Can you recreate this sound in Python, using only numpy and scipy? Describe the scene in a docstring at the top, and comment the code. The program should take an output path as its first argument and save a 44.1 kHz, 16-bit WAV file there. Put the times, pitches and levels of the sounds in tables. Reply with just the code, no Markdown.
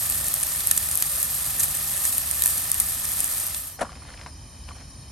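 """Outdoors, at a camp stove: diced onions fry in oil in a shallow pan until the sizzle is faded out at a cut.
Bubbles are random bursts that ring, plink or burst dully; droplets snap and crack; the pan's modes colour both.
The gas burner is then heard without the pan: a rumbling flame and a hissing jet, both shaped noise.
An oil bottle clunks and knocks in damped modes, and the shifting grip rustles; a faint hum swells earlier."""
import sys
import numpy as np
from scipy import signal
from scipy.fft import rfft, irfft, next_fast_len
from scipy.io import wavfile

SR = 44100
rng = np.random.default_rng(int(sys.argv[2]) if len(sys.argv) > 2 else 0)


def store_wav(level_fs):
    """Save 16-bit WAV to argv[1]."""
    pcm = np.round(np.clip(np.atleast_2d(level_fs), -1, 1) * 32767)
    wavfile.write(sys.argv[1], SR, pcm.T.astype(np.int16))


N = 225615
TIME = np.arange(N) / SR
SIZE = 2 * next_fast_len(N // 2 + 4096)  # transform length, padded for the filter tails
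HZ = np.maximum(np.arange(SIZE // 2 + 1) * SR / SIZE, 1)


def from_db(db):
    """Logarithmic level: decibels become an amplitude gain."""
    return 10 ** (np.asarray(db) / 20)


def rms_one(x):
    """Power normalisation: the mean square becomes 1."""
    return x / np.sqrt(np.mean(x ** 2) + 1e-20)


def over_hz(points):
    """Logarithmic frequency scale: a table is joined up at every frequency."""
    hz, value = np.transpose(points)
    return np.interp(np.log(HZ), np.log(hz), value)


def colour(x, spectrum, keep_power=True):
    """Minimum-phase filtering: a folded cepstrum gives a causal filter with the given spectrum."""
    gain = from_db(over_hz(spectrum))
    if keep_power:
        gain = rms_one(gain)
    cepstrum = irfft(np.log(gain))
    cepstrum[1:SIZE // 2] *= 2
    cepstrum[SIZE // 2 + 1:] = 0
    response = np.exp(rfft(cepstrum))
    return irfft(rfft(x, SIZE) * response)[..., :N]


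def drift(rate):
    """Slow random modulation: chance values, rate per second, joined by lines and scaled to spread 1."""
    knots = rng.standard_normal(4096)
    return rms_one(np.interp(TIME * rate, np.arange(len(knots)), knots))


def swell(peak_s, rise_db_per_s, fall_db_per_s):
    """Exponential growth and decay: a gain climbs to 1 and falls, each at a steady rate in dB."""
    before = np.maximum(peak_s - TIME, 0)
    after = np.maximum(TIME - peak_s, 0)
    return from_db(-rise_db_per_s * before - fall_db_per_s * after)


def bump(s, half_s):
    """Gaussian envelope: a smooth rise and fall of height 1."""
    return np.exp(-((TIME - s) / half_s) ** 2)


def resonate(x, hz, width):
    """Forced resonance: a two-pole band filter with gain 1 at its peak."""
    r = np.exp(-np.pi * width / SR)
    zeros = np.array([1, 0, -1]) * (1 - r * r) / 2
    poles = [1, -2 * r * np.cos(2 * np.pi * hz / SR), r * r]
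    return signal.lfilter(zeros, poles, x + 1e-18)


def ring(x, hz, width):
    """Free vibration: a unit click sets a mode ringing at height 1."""
    return resonate(x, hz, width) * SR / (2 * np.pi * width)


def clicks_at(times, sizes):
    """Impulse excitation: one click at each time."""
    samples = np.round(np.asarray(times) * SR).astype(int)
    return np.bincount(samples, sizes, N)[:N]


def grains(per_s, spread_db):
    """Random impulse process: clicks at chance moments, many small and few large."""
    loudness_db = spread_db * np.minimum(rng.exponential(1, N), 5.5)
    sizes = from_db(loudness_db) * rng.choice([-1, 1], N)
    return rms_one(sizes * (rng.random(N) < per_s / SR))


def splash(clicks, decay_s):
    """Exponential energy decay: each click becomes a dying puff of noise with the same energy."""
    r = np.exp(-1 / (decay_s * SR))
    energy = signal.lfilter([1 - r], [1, -r], clicks ** 2 + 1e-18)
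    return np.sqrt(energy) * rng.standard_normal(N)


def chime(bursts, low_hz, high_hz, sharpness):
    """Resonator bank: each burst rings briefly at one of 24 pitches dealt by chance."""
    pitches = np.geomspace(low_hz, high_hz, num=24)
    dealt = rng.integers(0, len(pitches), N)
    return sum(resonate(bursts * (dealt == k), hz, hz / sharpness) for k, hz in enumerate(pitches))


def stereo(mid, side):
    """Sum and difference: left and right from mid and side."""
    return np.array([mid + side, mid - side])


def add(out, sound, s):
    """Superposition: a short sound is mixed in at a given time."""
    start = round(s * SR)
    out[:, start:start + sound.shape[1]] += sound


HUM_HZ, HUM_WANDER_HZ = 148.8, 3.2
# it swells slowly and fades quickly
HUM_DB, HUM_PEAK_S, HUM_RISE_DB_PER_S, HUM_FALL_DB_PER_S = -49, 1.98, 8, 122


def hum():
    """Frequency modulation: a faint low tone in the surroundings wavers in pitch and level."""
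    pitch_hz = HUM_HZ + HUM_WANDER_HZ * drift(9)
    tone = np.sqrt(2) * np.sin(2 * np.pi * np.cumsum(pitch_hz) / SR)
    level = from_db(HUM_DB + 2.3 * drift(4.9))
    return tone * level * swell(HUM_PEAK_S, HUM_RISE_DB_PER_S, HUM_FALL_DB_PER_S)


# Colour of the flame's rumble. Each row: frequency in Hz, relative density in dB per Hz.
FLAME_COLOUR = [(13, -55), (22, -45), (44, -2), (70, 4.5), (123, -6.5), (153, -5), (177, -12.5), (265, -14),
                (400, -25.5), (520, -52), (880, -120)]
FLAME_DB, FLAME_WAVER_DB, FLAME_WAVER_PER_S = -44, 1.6, 4.83
FLAME_SWELL_S, FLAME_SWELL_HALF_S, FLAME_SWELL_DB = 4.6, 0.87, 2  # the rumble swells once


def flame():
    """Combustion noise: burning gas rumbles low and lumpily, nearly the same at both ports."""
    mid, side = rng.standard_normal((2, N))
    rumble = colour(stereo(mid, from_db(-21.5) * side), FLAME_COLOUR)
    drone = from_db(-30.0) * rms_one(resonate(resonate(mid, 80, 17), 80, 17))
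    level_db = FLAME_DB + FLAME_SWELL_DB * bump(FLAME_SWELL_S, FLAME_SWELL_HALF_S)
    waver_db = FLAME_WAVER_DB * drift(FLAME_WAVER_PER_S)
    return (0.87 * rumble + drone) * from_db(level_db - waver_db)


# Colour of the gas hiss. Each row: frequency in Hz, relative density in dB per Hz.
GAS_COLOUR = [(200, -3), (550, 10), (900, 9.5), (1110, 9), (1450, -0.5), (1850, 5.5), (2150, -2.5),
              (2430, 4), (2800, -15), (3500, -7.5), (5000, 4.5), (6000, -4.5), (7000, 3.5), (8000, -24),
              (8900, 8.5), (10500, -8), (11400, 2), (12300, -33), (13000, -25), (14000, -50)]
# Width of the hiss between the ports. Each row: frequency in Hz, side relative to mid in dB.
HISS_WIDTH = [(300, -0.5), (1500, -5), (3000, -33), (4400, -57), (5200, -3), (9000, 3.5), (12000, 5.5)]
# Resonances of the burner. Each row: frequency in Hz, width in Hz, relative strength in dB.
BURNER_MODES = [(3074, 115, 6.5), (3790, 65, -4), (4190, 120, -5), (4980, 33, -3.5), (5150, 35, -3),
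                (5500, 45, -1.5), (5860, 90, -2.5), (7150, 130, -12), (9276, 34, -2), (11900, 83, -16)]
# the hiss fades in across the cut as the sizzle fades out, then holds
GAS_DB, GAS_FULL_S, GAS_RISE_DB_PER_S = -47.5, 3.75, 45
WHISTLE_WAVER_DB, WHISTLE_WAVER_PER_S = 2, 14


def gas():
    """Jet noise: the gas hisses and excites a faint, wavering whistle in the burner's resonances."""
    mid, side = rng.standard_normal((2, N))
    jet = stereo(mid, colour(side, HISS_WIDTH, keep_power=False))
    whistle = np.zeros((2, N))
    for hz, width, db in BURNER_MODES:
        strength = from_db(db + WHISTLE_WAVER_DB * drift(WHISTLE_WAVER_PER_S))
        whistle += strength * resonate(jet, hz, width)
    hiss = rms_one(colour(jet + from_db(16.5) * whistle, GAS_COLOUR))
    return hiss * from_db(GAS_DB) * swell(GAS_FULL_S, GAS_RISE_DB_PER_S, 0)


# Colour of the rustle. Each row: frequency in Hz, relative density in dB per Hz.
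RUSTLE_COLOUR = [(250, 12), (700, 12), (1000, 12), (2000, 10.5), (3500, 4), (6500, 0), (9000, -24),
                 (13000, -52)]
# The hand shifts its grip. Each row: centre in seconds, half length in seconds, gain in dB.
GRIP_SHIFTS = [(4.11, 0.17, -50), (4.802, 0.038, -53)]


def hand():
    """Friction noise: a shifting grip rubs in fine grains."""
    rub = grains(per_s=700, spread_db=2.6)
    mid = splash(rub, decay_s=0.0012)
    side = 0.28 * splash(rub, decay_s=0.002)
    grip = sum(from_db(db) * bump(s, half) for s, half, db in GRIP_SHIFTS)
    return colour(stereo(mid, side), RUSTLE_COLOUR) * grip


# Knocks, rattles and ticks of the handled bottle. Each row: start in seconds, thud drive in dB,
# frequency that the contact excites most in Hz, scrape drive in dB, hard tick drive in dB.
CONTACTS = [(3.788, -32.5, 800, -40, -44), (3.793, -28, 1550, -42, -34), (3.808, -29, 1290, -27, -27),
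            (3.815, -11, 635, -41, -24), (3.82, -20, 1300, -56, -16), (3.827, -21, 1100, -58, -30),
            (3.829, -19, 646, -58, -21), (3.831, -22.5, 240, -60, -46), (3.841, -30, 240, -60, -46),
            (3.848, -27, 905, -53, -46), (3.853, -30, 1260, -52, -46), (3.868, -35, 1150, -58, -46),
            (3.878, -49, 1300, -57, -48), (3.893, -32, 1190, -58, -44), (3.903, -45, 1100, -55, -30),
            (3.919, -41, 720, -61, -22), (3.929, -35, 1250, -61, -26), (3.954, -45, 1700, -47.5, -21.5),
            (4.021, -37.5, 1200, -57, -36), (4.033, -54, 1900, -67, -29), (4.05, -42, 1100, -64.5, -34),
            (4.088, -43, 1440, -49, -21), (4.103, -45, 1300, -57, -29), (4.141, -44, 1900, -52, -24),
            (4.175, -53, 1780, -63, -23), (4.193, -47, 1120, -52, -24), (4.213, -43, 1090, -48, -19),
            (4.262, -30, 970, -45.5, -15.5), (4.268, -41, 1070, -61, -23), (4.679, -46, 800, -49, -42),
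            (4.685, -38, 1120, -61, -31), (4.689, -38, 1150, -57, -22), (4.709, -32, 1120, -57, -33),
            (4.716, -40, 1120, -60, -34), (4.751, -46, 980, -54, -38), (4.762, -48, 1080, -52, -34)]
# Damped modes of the bottle. Each row: frequency in Hz, width in Hz, relative strength in dB.
BOTTLE_MODES = [(236, 100, 4.5), (544, 55, -2), (685, 96, 1), (726, 38, -10), (966, 53, -3.5),
                (1120, 58, -5.5), (1365, 68, -5), (1700, 110, -13)]
# Colour of a hard tick. Each row: frequency in Hz, relative density in dB per Hz.
TICK_COLOUR = [(400, -7), (1000, -5), (2200, 7.5), (3800, -2), (6000, -2), (10000, -59)]
# Colour of a scraping contact. Each row: frequency in Hz, relative density in dB per Hz.
SCRAPE_COLOUR = [(120, 3.5), (260, -6), (390, -6), (500, 8.5), (750, 5.5), (1200, 0), (1750, 2.5),
                 (2300, -8), (3800, -15), (4600, -17), (7500, -12.5), (11000, -11), (13000, -46)]
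CONTACT_WIDTH, SCRAPE_RISE_S = 0.16, 0.0067  # width of the excited band is a share of its centre
THUMP_HZ, THUMP_WIDTH_HZ, THUMP_DB = 178, 220, -9  # low push of a knock; drive relative to its thud's


def bottle():
    """Modal excitation: each contact thuds in damped modes (a soft one in the low), thumps, ticks, scrapes."""
    start_s, thud_db, centre_hz, scrape_db, tick_db = np.transpose(CONTACTS)
    blows = np.zeros(N)
    for s, db, hz in zip(start_s, thud_db, centre_hz):
        blows += resonate(clicks_at([s], [from_db(db)]), hz, CONTACT_WIDTH * hz)
    thud = sum(from_db(db) * ring(blows, hz, width) for hz, width, db in BOTTLE_MODES)
    push = resonate(clicks_at(start_s, from_db(thud_db + THUMP_DB)), THUMP_HZ, 2 * THUMP_HZ)
    thump = ring(push, THUMP_HZ, THUMP_WIDTH_HZ)
    tick = colour(splash(clicks_at(start_s, from_db(tick_db)), decay_s=0.0009), TICK_COLOUR)
    knock = thud + thump + tick
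    # each scrape rises to its peak after SCRAPE_RISE_S, then dies
    age = np.maximum(TIME - start_s[:, None], 0) / SCRAPE_RISE_S
    contact = from_db(scrape_db) @ (age * np.exp(1 - np.minimum(age, 50)))
    mid, side = rng.standard_normal((2, N))
    scrape = colour(contact * stereo(mid, 0.4 * side), SCRAPE_COLOUR)
    return stereo(knock, 0.14 * knock) + scrape


SWELL_S = 0.00051  # a droplet swells before it bursts


def snap(energy_db, hz):
    """Cavity resonance: a droplet fizzes as it swells, then rings a few cycles, rising, with a ragged tail."""
    t = TIME[:256]
    ring_s, fizz_s, rise_hz_per_s = 0.00018, 0.0006, 2.5e6
    age = np.clip(t - SWELL_S, 0, 0.002)
    cycles = (hz + rise_hz_per_s * (age / 2 - 1.5 * ring_s)) * age
    tone = np.sin(2 * np.pi * cycles) * (age / ring_s) * np.exp(-age / ring_s)
    band = signal.butter(2, [0.78 * hz, 1.2 * hz], "band", fs=SR, output="sos")
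    grit = signal.sosfilt(band, rng.standard_normal((2, len(t))))
    fizz = 0.42 * stereo(grit[0], 0.7 * grit[1]) * (t / fizz_s) * np.exp(-t / fizz_s)
    lean_db = rng.normal(0, 1.2) * np.array([[1], [-1]])  # louder at one port than at the other
    shape = (tone + fizz) * from_db(lean_db)
    return from_db(energy_db) * shape / np.sqrt(np.sum(shape ** 2) / 2)


SPRAY_S, CRACK_RING_DB = 0.0016, 8.5  # energy decay of the spray; strength of the resonance


def crack(level_db, hz):
    """Impact and resonance: a slap and a puff of spray ring broadly at the droplet's own pitch."""
    t = TIME[:400]
    spray = rng.standard_normal((2, len(t))) * np.exp(-t / (2 * SPRAY_S)) / np.sqrt(SPRAY_S * SR)
    slap = stereo(0.6 * (t == 0) + 0.7 * spray[0], 0.4 * spray[1])
    return from_db(level_db) * (slap + from_db(CRACK_RING_DB) * resonate(slap, hz, hz / 2))


# the frying eases slowly, then a cut fades it out, to silence over the last STOP_S
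FRYING_DB, EASE_DB_PER_S = -27, 0.21  # drive of the bubbles
FADE_START_S, FADE_DB_PER_S, STOP_S, FRYING_END_S = 3.474, 40.5, 0.12, 3.8
# before the gains in droplets()
SMALL_POPS_PER_S, SMALL_SNAP_DB, SMALL_CRACK_DB, SMALL_SPREAD_DB = 6, -19, -39, 1.5


def small_pops():
    """Random point process: small droplets pop by chance before the fade; rows like those of the timed ones."""
    count = round(SMALL_POPS_PER_S * FADE_START_S)
    start_s = rng.random(count) * FADE_START_S
    size_db = rng.standard_normal(count) * SMALL_SPREAD_DB
    snap_hz = rng.uniform(9300, 11500, count)
    crack_hz = rng.uniform(2000, 7500, count)
    return np.transpose([start_s, SMALL_SNAP_DB + size_db, snap_hz, SMALL_CRACK_DB + size_db, crack_hz])


# Droplets that pop at set times, loud and faint. Each row: start in seconds, snap level in dB before
# SNAP_GAIN_DB, snap pitch in Hz, dull crack level in dB before CRACK_GAIN_DB, crack pitch in Hz.
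TIMED_POPS = [(0.099, -8, 10900, -38, 6040), (0.1227, -25, 10300, -28, 4300),
              (0.2762, -18, 10500, -51, 7000), (0.283, -10, 11300, -49, 6960),
              (0.3403, -5.5, 10800, -39, 2000), (0.4296, -10.5, 9650, -38, 6500),
              (0.434, -9, 9900, -32, 2500), (0.5203, -27, 9700, -31, 5500),
              (0.6056, -18, 10800, -30.5, 4500), (0.6714, -3.5, 10300, -47, 7000),
              (0.6919, -19, 10500, -41, 7000), (0.7117, -1, 10300, -21, 4650),
              (0.714, -6, 11400, -26, 2000), (0.724, -16, 11100, -48, 7000),
              (0.7645, -14, 11300, -50, 7000), (0.7745, -11, 11000, -42, 7000),
              (0.7768, -5, 10500, -25.5, 7000), (0.8024, -24, 10500, -48, 7000),
              (0.9133, -12, 9700, -42, 7500), (0.9545, -8, 10800, -42, 7000),
              (0.974, -7.5, 10600, -52, 7000), (1.0236, -5, 10800, -21.5, 4340),
              (1.038, -21, 11000, -39, 3000), (1.2288, -7, 10900, -48, 7000), (1.596, -18, 9400, -32, 6500),
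              (1.6002, -21, 9300, -27.5, 6500), (1.6044, -15, 9500, -27, 6500),
              (1.6338, -13, 10200, -25.5, 7000), (1.75, -28, 9500, -35, 6500),
              (2.052, -9, 9600, -26.5, 6500), (2.0936, -16, 10000, -38, 6000),
              (2.1255, -16, 11300, -32, 4600), (2.181, -5.5, 10600, -45, 7500),
              (2.3122, -8, 10100, -36, 2000), (2.3945, -16, 11400, -36, 6500),
              (2.4214, -4.5, 10800, -26, 3520), (2.4377, -7, 10600, -27.5, 5000),
              (2.459, -2, 10600, -28.5, 2000), (2.4683, -11, 10300, -32, 6500),
              (2.477, -7, 10600, -48, 7000), (2.716, -4, 10100, -49, 7500), (2.7428, -12, 10400, -50, 7000),
              (2.8003, -1.5, 10500, -26.5, 4170), (2.8044, -9.5, 10600, -48, 7000),
              (3.0525, -21, 9300, -34, 7000), (3.118, -14, 11000, -48, 7000),
              (3.204, -6.5, 10460, -32, 6500), (3.2317, -16, 10500, -48, 7000),
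              (3.2435, -9, 10200, -40, 2500), (3.278, -18, 9400, -38, 2500),
              (3.4665, -13.5, 11200, -48, 7000), (3.5458, -29, 9400, -28, 4000)]
# Colour of a droplet's crack. Each row: frequency in Hz, relative density in dB per Hz.
CRACK_COLOUR = [(200, 3), (900, -3.5), (1800, 3), (5500, 3), (8000, 15), (12000, 15), (16000, -65)]
SNAP_GAIN_DB, CRACK_GAIN_DB = 13, 21.5


def droplets():
    """Vapour explosion: a droplet bursts in a sharp snap and slaps the pan with a duller crack, faint or strong."""
    snaps, cracks = np.zeros((2, 2, N))
    for s, snap_db, snap_hz, crack_db, crack_hz in np.vstack([TIMED_POPS, small_pops()]):
        add(snaps, snap(snap_db + SNAP_GAIN_DB, snap_hz), s)
        add(cracks, crack(crack_db + CRACK_GAIN_DB, crack_hz), s + SWELL_S)
    return snaps + colour(cracks, CRACK_COLOUR)


# Wet pieces that let off steam. Each row: centre in seconds, half length in seconds, rise in activity in dB.
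STEAM_SPURTS = [(0.269, 0.016, 4), (1.602, 0.012, 4), (1.638, 0.014, 7.5), (2.065, 0.037, 3.5),
                (2.528, 0.093, 3), (3.569, 0.013, 3.5)]
# Larger, duller bubbles under the onions. Each row: frequency in Hz, relative density in dB per Hz.
SIMMER_COLOUR = [(200, 0), (420, -7.5), (620, 0), (950, -5), (1250, -4), (1800, -6), (2200, -6.5),
                 (4000, -0.5), (6500, -0.5), (9000, -15.5)]
# middling bubbles in the oil: rate, level relative to the bubble drive, lowest and highest pitch
PLINKS_PER_S, PLINK_DB, PLINK_LOW_HZ, PLINK_HIGH_HZ = 650, -20, 1900, 6500


def bubbles():
    """Clustered random bursts: steam bubbles burst or ring, middling ones plink, big ones burst dully."""
    spurt = from_db(sum(db * bump(s, half) for s, half, db in STEAM_SPURTS))
    clumps = from_db(0.7 * drift(110) + 0.5 * drift(25) + 0.4 * drift(9.8))
    activity = spurt * clumps
    fade = swell(FADE_START_S, 0, FADE_DB_PER_S) * np.clip((FRYING_END_S - TIME) / STOP_S, 0, 1)
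    strength = from_db(FRYING_DB - EASE_DB_PER_S * TIME) * fade
    # activity makes the bursts both denser and louder
    bursts = grains(per_s=10000 * activity, spread_db=3.3) * np.sqrt(activity) * strength
    rings = from_db(14.0) * chime(bursts, low_hz=4500, high_hz=12850, sharpness=150)
    near = []  # plinks nearer to each port
    for port in (0, 1):
        pops = grains(PLINKS_PER_S / 2, spread_db=2)
        near.append(rms_one(chime(pops, PLINK_LOW_HZ, PLINK_HIGH_HZ, sharpness=24)))
    plinks = np.array([near[0] + 0.25 * near[1], near[1] + 0.25 * near[0]]) * strength
    big = grains(per_s=3600, spread_db=1.5) * strength
    dull = stereo(splash(big, decay_s=0.0017), 0.5 * splash(big, decay_s=0.0015))
    simmer = from_db(-14.5) * colour(dull, SIMMER_COLOUR)
    return bursts, rings, simmer + from_db(PLINK_DB) * plinks


# Colour of the bursting bubbles. Each row: frequency in Hz, relative density in dB per Hz.
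SIZZLE_COLOUR = [(150, -19), (420, -27.5), (600, -19), (950, -25), (2200, -23.5), (3500, -19),
                 (6000, -16.5), (7500, -9), (9200, -2), (11400, 2), (12500, -3.5), (13600, -16),
                 (15600, -23), (16500, -12)]
# Stereo width of the sizzle: its side part. Each row: frequency in Hz, filter gain in dB.
SIZZLE_WIDTH = [(400, -11), (1500, -8), (2500, -4.5), (5800, -4), (8000, -7), (9000, -15), (9800, -10),
                (10700, -21), (11600, -12), (12500, -20), (13400, -8), (15500, -13)]
# Resonances of the pan. Each row: frequency in Hz, width in Hz, gain in dB.
PAN_MODES = [(580, 110, -14), (796, 70, -5.5), (1010, 32, -0.5), (1215, 202, 3.5), (1767, 85, 8.5),
             (2490, 105, -7)]
# Phase between the two microphone ports. Each row: frequency in Hz, lead of the left in radians.
PORT_LEAD = [(100, 0), (2200, 0), (2900, -1), (3600, -.3), (7000, -.4), (7900, -1.3), (9100, .1),
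             (10000, 2), (10800, 3.2), (12200, 6.2), (13100, 6.4), (13700, 9.4), (14700, 9.5),
             (15300, 12.5)]


def frying():
    """Modal resonance: the pan's modes colour the bubbles and droplets, which are heard at two ports."""
    bursts, rings, simmer = bubbles()
    short_spray = 0.6 * splash(bursts, decay_s=0.0004)
    long_spray = 0.35 * splash(bursts, decay_s=0.003)
    mid = 0.7 * bursts + short_spray + long_spray + rings
    side = colour(splash(bursts, decay_s=0.002), SIZZLE_WIDTH, keep_power=False)
    sound = colour(stereo(mid, side), SIZZLE_COLOUR) + simmer + droplets()
    pan = sum(from_db(db) * resonate(sound, hz, width) for hz, width, db in PAN_MODES)
    left, right = sound + pan
    right = irfft(rfft(right, SIZE) * np.exp(-1j * over_hz(PORT_LEAD)))[:N]
    # the right port is a little louder in the middle range: (Hz, dB)
    balance = [(600, -0.5), (1500, 1.7), (7000, 1.7), (10000, 0.1)]
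    return np.array([left, colour(right, balance, keep_power=False)])


def scene():
    """Superposition: pan, stove and bottle are summed in the open air."""
    return hum() + flame() + gas() + hand() + bottle() + frying()


CUTOFF_HZ = 16500


def record(dry):
    """Overload and band limiting: peaks beyond full scale are clipped and the top is cut."""
    low_pass = signal.cheby2(16, 60, CUTOFF_HZ, fs=SR, output="sos")
    return signal.sosfilt(low_pass, np.clip(dry, -1, 1))


dry = scene()
out = record(dry)
store_wav(out)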